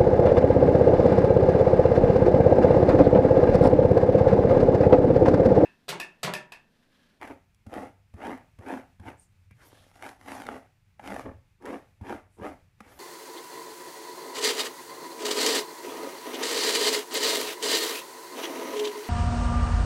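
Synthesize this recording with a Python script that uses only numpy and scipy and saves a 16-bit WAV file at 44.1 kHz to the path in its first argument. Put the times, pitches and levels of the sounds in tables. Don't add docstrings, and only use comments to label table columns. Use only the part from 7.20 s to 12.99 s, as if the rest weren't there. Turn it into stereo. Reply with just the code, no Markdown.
import sys
import numpy as np
from scipy import signal
from scipy.fft import rfft, irfft, next_fast_len
from scipy.io import wavfile
from scipy.ndimage import map_coordinates

SR = 44100
rng = np.random.default_rng(int(sys.argv[2]) if len(sys.argv) > 2 else 0)


def wrap_up_sound(samples):
    columns = np.atleast_2d(samples).T
    tamed = np.clip(columns, -1, 1)
    steps = np.round(tamed * 32767).astype(np.int16)
    wavfile.write(sys.argv[1], SR, steps)


N = 255339
SIZE = next_fast_len(N + SR)
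HZ = np.fft.rfftfreq(SIZE, 1 / SR)
TIME = np.arange(N) / SR

# start in seconds, rise in
# seconds, hold in seconds, cushion drumming in dB, pin scratch in dB, hair hiss in dB, tangle 0-1,
# body rumble in dB.
STROKES = [ (0.0, 0.019, 0.067, -47.5, -50, -65, 0.4, -64),
           (0.08, .025, 0.013, -40.5, -53, -69.5, 0.2, -58),
           (0.468, .072, .11, -38.5, -50.5, -64, 0.16, -54),
           (0.948, .088, .11, -39, -46.5, -64.5, 0.23, -59),
           (1.397, .101, .074, -36, -46, -61.5, 0.13, -62),
           (1.805, .074, 0.015, -42, -49.5, -64.5, .14, -52), (2.346, 0.087, 0.062, -63, -67, -67, .3, -66),
           (2.469, 0.047, 0.17, -69.5, -69.5, -70.5, 0.3, -68),
           (2.693, 0.048, 0.058, -66, -65, -70, .6, -70), (2.765, 0.071, 0.064, -50.5, -51, -60, .5, -70),
           (2.99, 0.11, 0.13, -46, -48, -57.5, .45, -61.5),
           (3.233, 0.034, .11, -42.5, -50.5, -64, .35, -57),
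           (3.795, .063, .152, -43.5, -48.3, -60, 0.47, -52),
           (4.022, .035, 0.043, -40, -58, -76.5, .3, -46),
           (4.412, 0.058, 0.091, -36, -49.5, -64, 0.08, -63),
           (4.812, .07, 0.071, -38.5, -47.4, -62.5, 0.02, -52),
           (5.181, .062, .048, -35.5, -48.5, -63, 0.04, -54),
           (5.589, 0.097, .13, -59.5, -63, -67, .05, -66)]
# time in seconds, tick in dB,
# thump in dB, knock in dB, swish in dB.
LANDINGS = [(0.4648, -44, -43, -38, -57), (0.9386, -50.5, -39.5, -42, -60.5),
            (1.3868, -44.5, -41.5, -44.5, -59.5), (1.7968, -46, -42.5, -43, -60.5),
            (2.3088, -50, -49, -51.5, -62), (3.7942, -34, -70, -52, -59), (4.422, -46, -63, -52, -62),
            (4.8116, -50, -36.5, -38, -60.5), (5.186, -56, -52, -45, -68), (5.2094, -54, -44, -35.5, -71),
            (5.604, -36, -62, -42, -52)]
# frequency in Hz, ratio in dB.
BALANCE_DB = [(370, -0.5), (700, -9), (980, -11), (1600, -2.5), (2050, -8.5), (2600, -7.5), (4000, -6.5),
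              (9000, -7), (10500, -15)]
# frequency in Hz, likeness 0-1.
LIKENESS = [(350, 1), (600, 0.99), (1000, 0.38), (1500, 0.75), (2400, 0.4), (3500, 0.15)]
# frequency in Hz, lead in radians.
LEAD = [(110, 0), (330, -.75), (430, -1.2), (600, -2.4), (850, -2.9), (1300, -6.7), (2600, -9.1)]
# frequency in Hz, likeness 0-1.
AIR_LIKENESS = [(130, 0.97), (280, 0.77), (450, 0.073)]


def brush(drum, scratch, hiss, tangle):
    # time in seconds, level before the
    # shares below in dB, brightness in dB (more crackle in the hair, less drumming).
    snaps = [(0.014, -29.5, 1), (0.0296, -27, 0), (0.0765, -38, 9), (0.111, -32, -9), (0.3462, -60.5, 26.5),
             (0.5395, -26, 3), (0.582, -32, -17), (1.030, -27, -6), (1.052, -25.5, -5), (1.0695, -24, 1),
             (1.095, -26.5, -14.5), (1.176, -36.5, 4), (1.4847, -30, 4), (1.505, -27, -14),
             (1.8844, -28.5, -7), (1.902, -31.5, -6), (2.529, -45, -15.5), (2.666, -54, -16),
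             (2.7145, -42, 6), (2.761, -39.5, 1), (2.793, -44, -2), (2.8247, -25.5, 4.5),
             (2.834, -27.5, -2), (2.8913, -26, 2), (3.0123, -34, 2), (3.0828, -31, 4), (3.2194, -23, 2),
             (3.267, -24, 6), (3.2882, -20, -5), (3.342, -31, -8), (3.8756, -23.5, 5), (3.9038, -24, -2),
             (3.922, -24.5, 0), (3.9637, -24, -2), (3.9947, -21, -3), (4.0602, -36, -15),
             (4.4554, -34.5, 12.5), (4.461, -27, 4), (4.505, -28, -11), (4.543, -25, -9), (4.896, -26.5, 1),
             (4.926, -21, -10), (5.249, -26, -8)]
    # frequency in Hz, relative density in dB per Hz.
    pin_spectrum = [(300, -29), (480, -4.5), (800, 1.5), (1000, -5), (1200, -3.5), (2100, -7), (3000, -19),
                    (4500, -36), (7000, -63.5)]
    # frequency in Hz, relative density in dB per Hz.
    hair_spectrum = [(1880, -15.5), (3200, -2), (4170, -6), (5500, -4.5), (8290, -8), (10800, -4.5),
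                     (14300, -18), (15500, -20)]
    snap_drum_db, snap_scratch_db, snap_hiss_db = 4.5, -2, -19.5
    pin_shift, cushion_shift = 0.068, 0.045

    power = (1 - tangle) * flicks(rate_hz=900, spread_db=3.4, life_s=0.00029)
    power += tangle * flicks(rate_hz=85, spread_db=3.5, life_s=0.0013)
    clumps = unit(amp(1.3 * wobble(60)))
    snapped, snap_db, bright_db = np.transpose(snaps)
    landed, tick_db, _, knock_db, swish_db = np.transpose(LANDINGS)

    on_cushion = amp(0.4) * drum * clumps * friction(power, share=0.72)
    on_cushion[0] += kicks(snapped, snap_db + snap_drum_db - bright_db)
    on_cushion[0] += kicks(landed, knock_db + 12.0)

    on_pins = amp(3.0) * scratch * clumps * friction(power, share=0.81)
    on_pins += bursts(snapped, snap_db + snap_scratch_db, life_s=0.00078, rise_s=0.0001)
    on_pins += bursts(landed, tick_db + 1, life_s=0.0033, rise_s=0.0018)

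    on_hair = amp(0.9) * hiss * friction(power, share=0.29 + 0.5 * tangle)
    on_hair += bursts(snapped, snap_db + snap_hiss_db + bright_db, life_s=0.0011, rise_s=0.00028)
    on_hair += bursts(landed, swish_db + 4.5, life_s=0.0036, rise_s=0.0024)

    def cushion_at(ratio):
        return cushion_response(ratio, low_hz=215, high_hz=1750)

    def pins_at(ratio):
        return causal(amp(along(pin_spectrum, HZ / ratio)))

    pressure = wobble(12)
    sound = gliding(on_cushion, cushion_at, cushion_shift, pressure)
    sound += gliding(on_pins, pins_at, pin_shift, speed())
    sound += filtered(on_hair, causal(amp(along(hair_spectrum))))
    return ports(sound, BALANCE_DB, LIKENESS, along(LEAD))


def cushion_response(ratio, low_hz, high_hz):
    # frequency at ratio 1 in Hz, half-power width in Hz,
    # relative level in dB.
    cushion_modes = [(274, 45, 7), (339, 73, 0), (414, 105, -4), (532, 60, -5), (737, 47, -6),
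                     (898, 54, -4), (1143, 39, -9)]
    power = 0
    for hz, width_hz, db in cushion_modes:
        power = power + amp(2 * db) / (1 + ((HZ - hz * ratio) / (width_hz / 2)) ** 2)
    power = power / (1 + (low_hz / (HZ + 1)) ** 8) / (1 + (HZ / high_hz) ** 8)
    return causal(np.sqrt(power))


def pulls():
    # lag in seconds, swell over the rise in dB, drift over the hold in dB,
    # crest in mid-hold in dB, release in dB per second.
    drum_shape = (-0.0044, 21, -1.5, 3, 352)
    scratch_shape = (0, 24, -3.5, 1, 229)
    hiss_shape = (.006, 17, -3.5, 1.5, 245)
    start, _, _, drum_db, scratch_db, hiss_db, tangle, _ = np.transpose(STROKES)
    current = np.searchsorted(start[1:], TIME)
    drum = stroke_gain(drum_db, drum_shape)
    scratch = stroke_gain(scratch_db, scratch_shape)
    hiss = stroke_gain(hiss_db, hiss_shape)
    return drum, scratch, hiss, np.clip(tangle[current], 0, 1)


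def stroke_gain(levels_db, shape):
    touch_s = 0.013
    lag_s, swell_db, drift_db, crest_db, release_db_per_s = shape
    gain = np.zeros(N)
    for (start, rise, hold, *_), level_db in zip(STROKES, levels_db):
        t = TIME - start - lag_s
        db = level_db + swell_db * np.minimum(t / rise - 1, 0)
        travel = np.clip((t - rise) / hold, 0, 1)
        db += drift_db * (travel - 0.5) + crest_db * (np.sin(np.pi * travel) - 0.5)
        db -= release_db_per_s * np.maximum(t - rise - hold, 0)
        touch = np.clip(t / touch_s + 1, 0, 1)
        gain = np.maximum(gain, touch * amp(db))
    return gain


def speed():
    peak_s, impact_s = 0.049, 0.01
    pulling = [np.exp(-((TIME - start - rise) / peak_s) ** 2) for start, rise, *_ in STROKES]
    landing = [np.exp(-((TIME - s) / impact_s) ** 2) for s, *_ in LANDINGS]
    return 2 * np.max(pulling + landing, axis=0) - 1


def flicks(rate_hz, spread_db, life_s):
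    released = rng.random(N) < rate_hz / SR
    size = amp(spread_db * np.minimum(rng.standard_normal(N), 2))
    power = signal.lfilter([1], [1, -np.exp(-1 / (life_s * SR))], released * size ** 2)
    return power / power.mean()


def friction(power, share):
    share = np.clip(share, 0, 1)
    return rng.standard_normal((2, N)) * np.sqrt(share * power + 1 - share)


def bursts(times_s, levels_db, life_s, rise_s):
    t = np.arange(SR // 20) / SR
    envelope = np.exp(-t / life_s) * (1 - np.exp(-t / rise_s))
    force = np.zeros((2, N + len(t)))
    for s, db in zip(times_s, levels_db):
        burst = rng.standard_normal((2, len(t))) * envelope
        force[:, round(s * SR):][:, :len(t)] += amp(db) * burst
    return force[:, :N]


def kicks(times_s, levels_db):
    samples = np.round(np.asarray(times_s) * SR).astype(int)
    return np.bincount(samples, amp(levels_db), N)[:N]


def gliding(force, response, shift, position):
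    position = np.clip(position, -1, 1)
    sound = 0
    for step in (-1, 0, 1):
        weight = np.maximum(1 - abs(position - step), 0)
        sound = sound + filtered(force * weight, response(np.exp(shift * step)))
    return sound


def chest_echo(x, strength, delay_s, travel):
    lag = delay_s * np.exp(travel * wobble(6)) * SR
    echo = np.array([np.interp(np.arange(N) - lag, np.arange(N), side) for side in x])
    return (x + strength * echo) / np.hypot(1, strength)


def thumps(body_hz, paddle_hz, drag_hz, drag_width_hz):
    # lag in seconds, swell over the rise in dB, drift over the hold in dB,
    # crest in mid-hold in dB, release in dB per second.
    rumble_shape = (0, 12, -2.5, 1, 152)
    rumble_db = np.transpose(STROKES)[-1]
    drag = stroke_gain(rumble_db, rumble_shape) * drone(drag_hz, drag_width_hz)
    sound = np.pad(drag, (0, SR))
    shifts = np.exp(rng.normal(0, 0.08, (len(LANDINGS), 2)))
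    for (s, _, thump_db, knock_db, _), shift in zip(LANDINGS, shifts):
        body = amp(thump_db + 14) * boom(body_hz * shift[0], t60_s=0.09, attack_s=0.012)
        paddle = amp(knock_db + 7) * boom(paddle_hz * shift[1], t60_s=0.062, attack_s=0.0076)
        sound[round(s * SR):][:len(body)] += body + paddle
    return sound[:N]


def boom(hz, t60_s, attack_s):
    t = np.arange(SR // 4) / SR
    return np.sin(2 * np.pi * hz * t) * amp(-60 * t / t60_s) * (1 - np.exp(-t / attack_s))


def sleeve(width_hz):
    # time in seconds, pitch in Hz, drive in dB.
    zip_path = [(1.972, 7150, -74), (2.0, 8950, -57), (2.035, 8500, -68), (2.08, 6400, -81)]
    s, pitch_hz, db = np.transpose(zip_path)
    blur = unit(filtered(rng.standard_normal((2, N)), 1 / (1 + (HZ / width_hz) ** 2)))
    tone = np.sin(2 * np.pi * np.cumsum(np.interp(TIME, s, pitch_hz)) / SR)
    side_db = [[0], [4]]
    return amp(np.interp(TIME, s, db, -120, -120) + side_db) * blur * tone


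def rustle():
    # centre in seconds, level in dB,
    # centre in Hz, half-amplitude width in Hz, half length (to 1/e) in seconds.
    rubs = [(2.022, -68, 8200, 5500, 0.036), (2.25, -57.5, 92, 30, 0.063), (2.325, -66, 2200, 600, .018),
            (2.345, -59, 120, 60, 0.028), (2.42, -60.5, 1700, 1030, 0.033),
            (2.473, -64, 11900, 4500, 0.027), (2.517, -71, 670, 500, 0.084),
            (2.584, -67.5, 3400, 1800, 0.086), (3.915, -48, 205, 50, 0.029),
            (5.156, -74, 8800, 4000, 0.045), (5.65, -65, 2100, 900, 0.041),
            (5.767, -66.5, 12600, 3500, 0.063)]
    t = np.arange(SR) / SR - 0.5
    hz = np.fft.rfftfreq(SR, 1 / SR)
    sound = np.zeros((2, N + SR))
    for s, db, centre_hz, width_hz, length_s in rubs:
        band = 1 / (1 + ((hz - centre_hz) / width_hz * 2) ** 2)
        swish = unit(irfft(rfft(rng.standard_normal((2, SR))) * band, SR))
        sound[:, round(s * SR):][:, :SR] += amp(db) * np.exp(-(t / length_s) ** 2) * swish
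    return ports(sound[:, SR // 2:][:, :N], BALANCE_DB, LIKENESS, along(LEAD))


def bedroom(x):
    # frequency in Hz, t60 in seconds.
    decay_t60 = [(500, 0.33), (10000, 0.32)]
    hz, t, z = signal.stft(rng.standard_normal((2, SR // 2)), SR, nperseg=256)
    alike = np.clip(along(AIR_LIKENESS, hz), 0, 1)[:, None]
    z[0] = alike * z[1] + np.sqrt(1 - alike ** 2) * z[0]
    decay = amp(-60 * t / along(decay_t60, hz)[:, None])
    tail = signal.istft(z * decay, SR, nperseg=256)[1]
    return signal.fftconvolve(x, tail / np.linalg.norm(tail[0]), axes=1)[:, :N]


def room_tone(hum_hz, hum_width_hz, hum_db, air_db):
    # frequency in Hz, relative density in dB per Hz.
    air_spectrum = [(12, -48), (24, -8), (106, -6.5), (205, -14), (255, -27), (372, -27.5), (581, -33),
                    (790, -33.5), (858, -29), (987, -32), (2540, -28.5), (3010, -34.5), (15500, -46)]
    # frequency in Hz, ratio in dB.
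    air_balance_db = [(400, 0), (8500, -2), (11000, -6)]
    air = filtered(rng.standard_normal((2, N)), unit(amp(along(air_spectrum))))
    level_db = air_db + 1.4 * wobble(5.26) + 0.73 * wobble(22)
    air = amp(level_db) * ports(air, air_balance_db, AIR_LIKENESS, 0)
    return air + amp(hum_db) * drone(hum_hz, hum_width_hz)


def drone(hz, width_hz):
    return unit(filtered(rng.standard_normal(N), 1 / (1 + ((HZ - hz) / width_hz) ** 2)))


def ports(pair, balance_db, likeness, lead_rad):
    ratio = amp(along(balance_db)) * np.exp(1j * lead_rad)
    alike = np.clip(along(likeness), 0, 1)
    shared, own = ratio * alike, ratio * np.sqrt(1 - alike ** 2)
    middle = np.hypot(abs(1 + shared), abs(own)) / 2
    left = filtered(pair[0], shared / middle) + filtered(pair[1], own / middle)
    right = filtered(pair[0], 1 / middle)
    return np.array([left, right])


def causal(gain):
    cepstrum = irfft(np.log(np.maximum(gain, 1e-6)), SIZE)
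    return unit(np.exp(rfft(2 * cepstrum[:SIZE // 2], SIZE)))


def filtered(x, response):
    return irfft(rfft(x, SIZE) * response, SIZE)[..., :N]


def wobble(rate_hz):
    return map_coordinates(rng.standard_normal(int(N * rate_hz / SR) + 4), [TIME * rate_hz])


def along(points, hz=HZ):
    f, v = np.transpose(points)
    return np.interp(np.log(hz + 1), np.log(f + 1), v)


def unit(x):
    return x / np.sqrt(np.mean(np.abs(x) ** 2) + 1e-20)


def amp(db):
    return 10 ** (np.asarray(db) / 20)


def scene():
    drum, scratch, hiss, tangle = pulls()
    near = chest_echo(brush(drum, scratch, hiss, tangle), strength=0.35, delay_s=0.001702, travel=0.303)
    near += thumps(body_hz=91, paddle_hz=197.3, drag_hz=92.4, drag_width_hz=30)
    near += sleeve(width_hz=210) + rustle()
    room = room_tone(hum_hz=96, hum_width_hz=14, hum_db=-67.5, air_db=-65.7)
    return near + amp(-12.0) * bedroom(near) + room


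def record(dry):
    top_hz = 15600
    return filtered(dry, HZ < top_hz)


dry = scene()
out = record(dry)
wrap_up_sound(out)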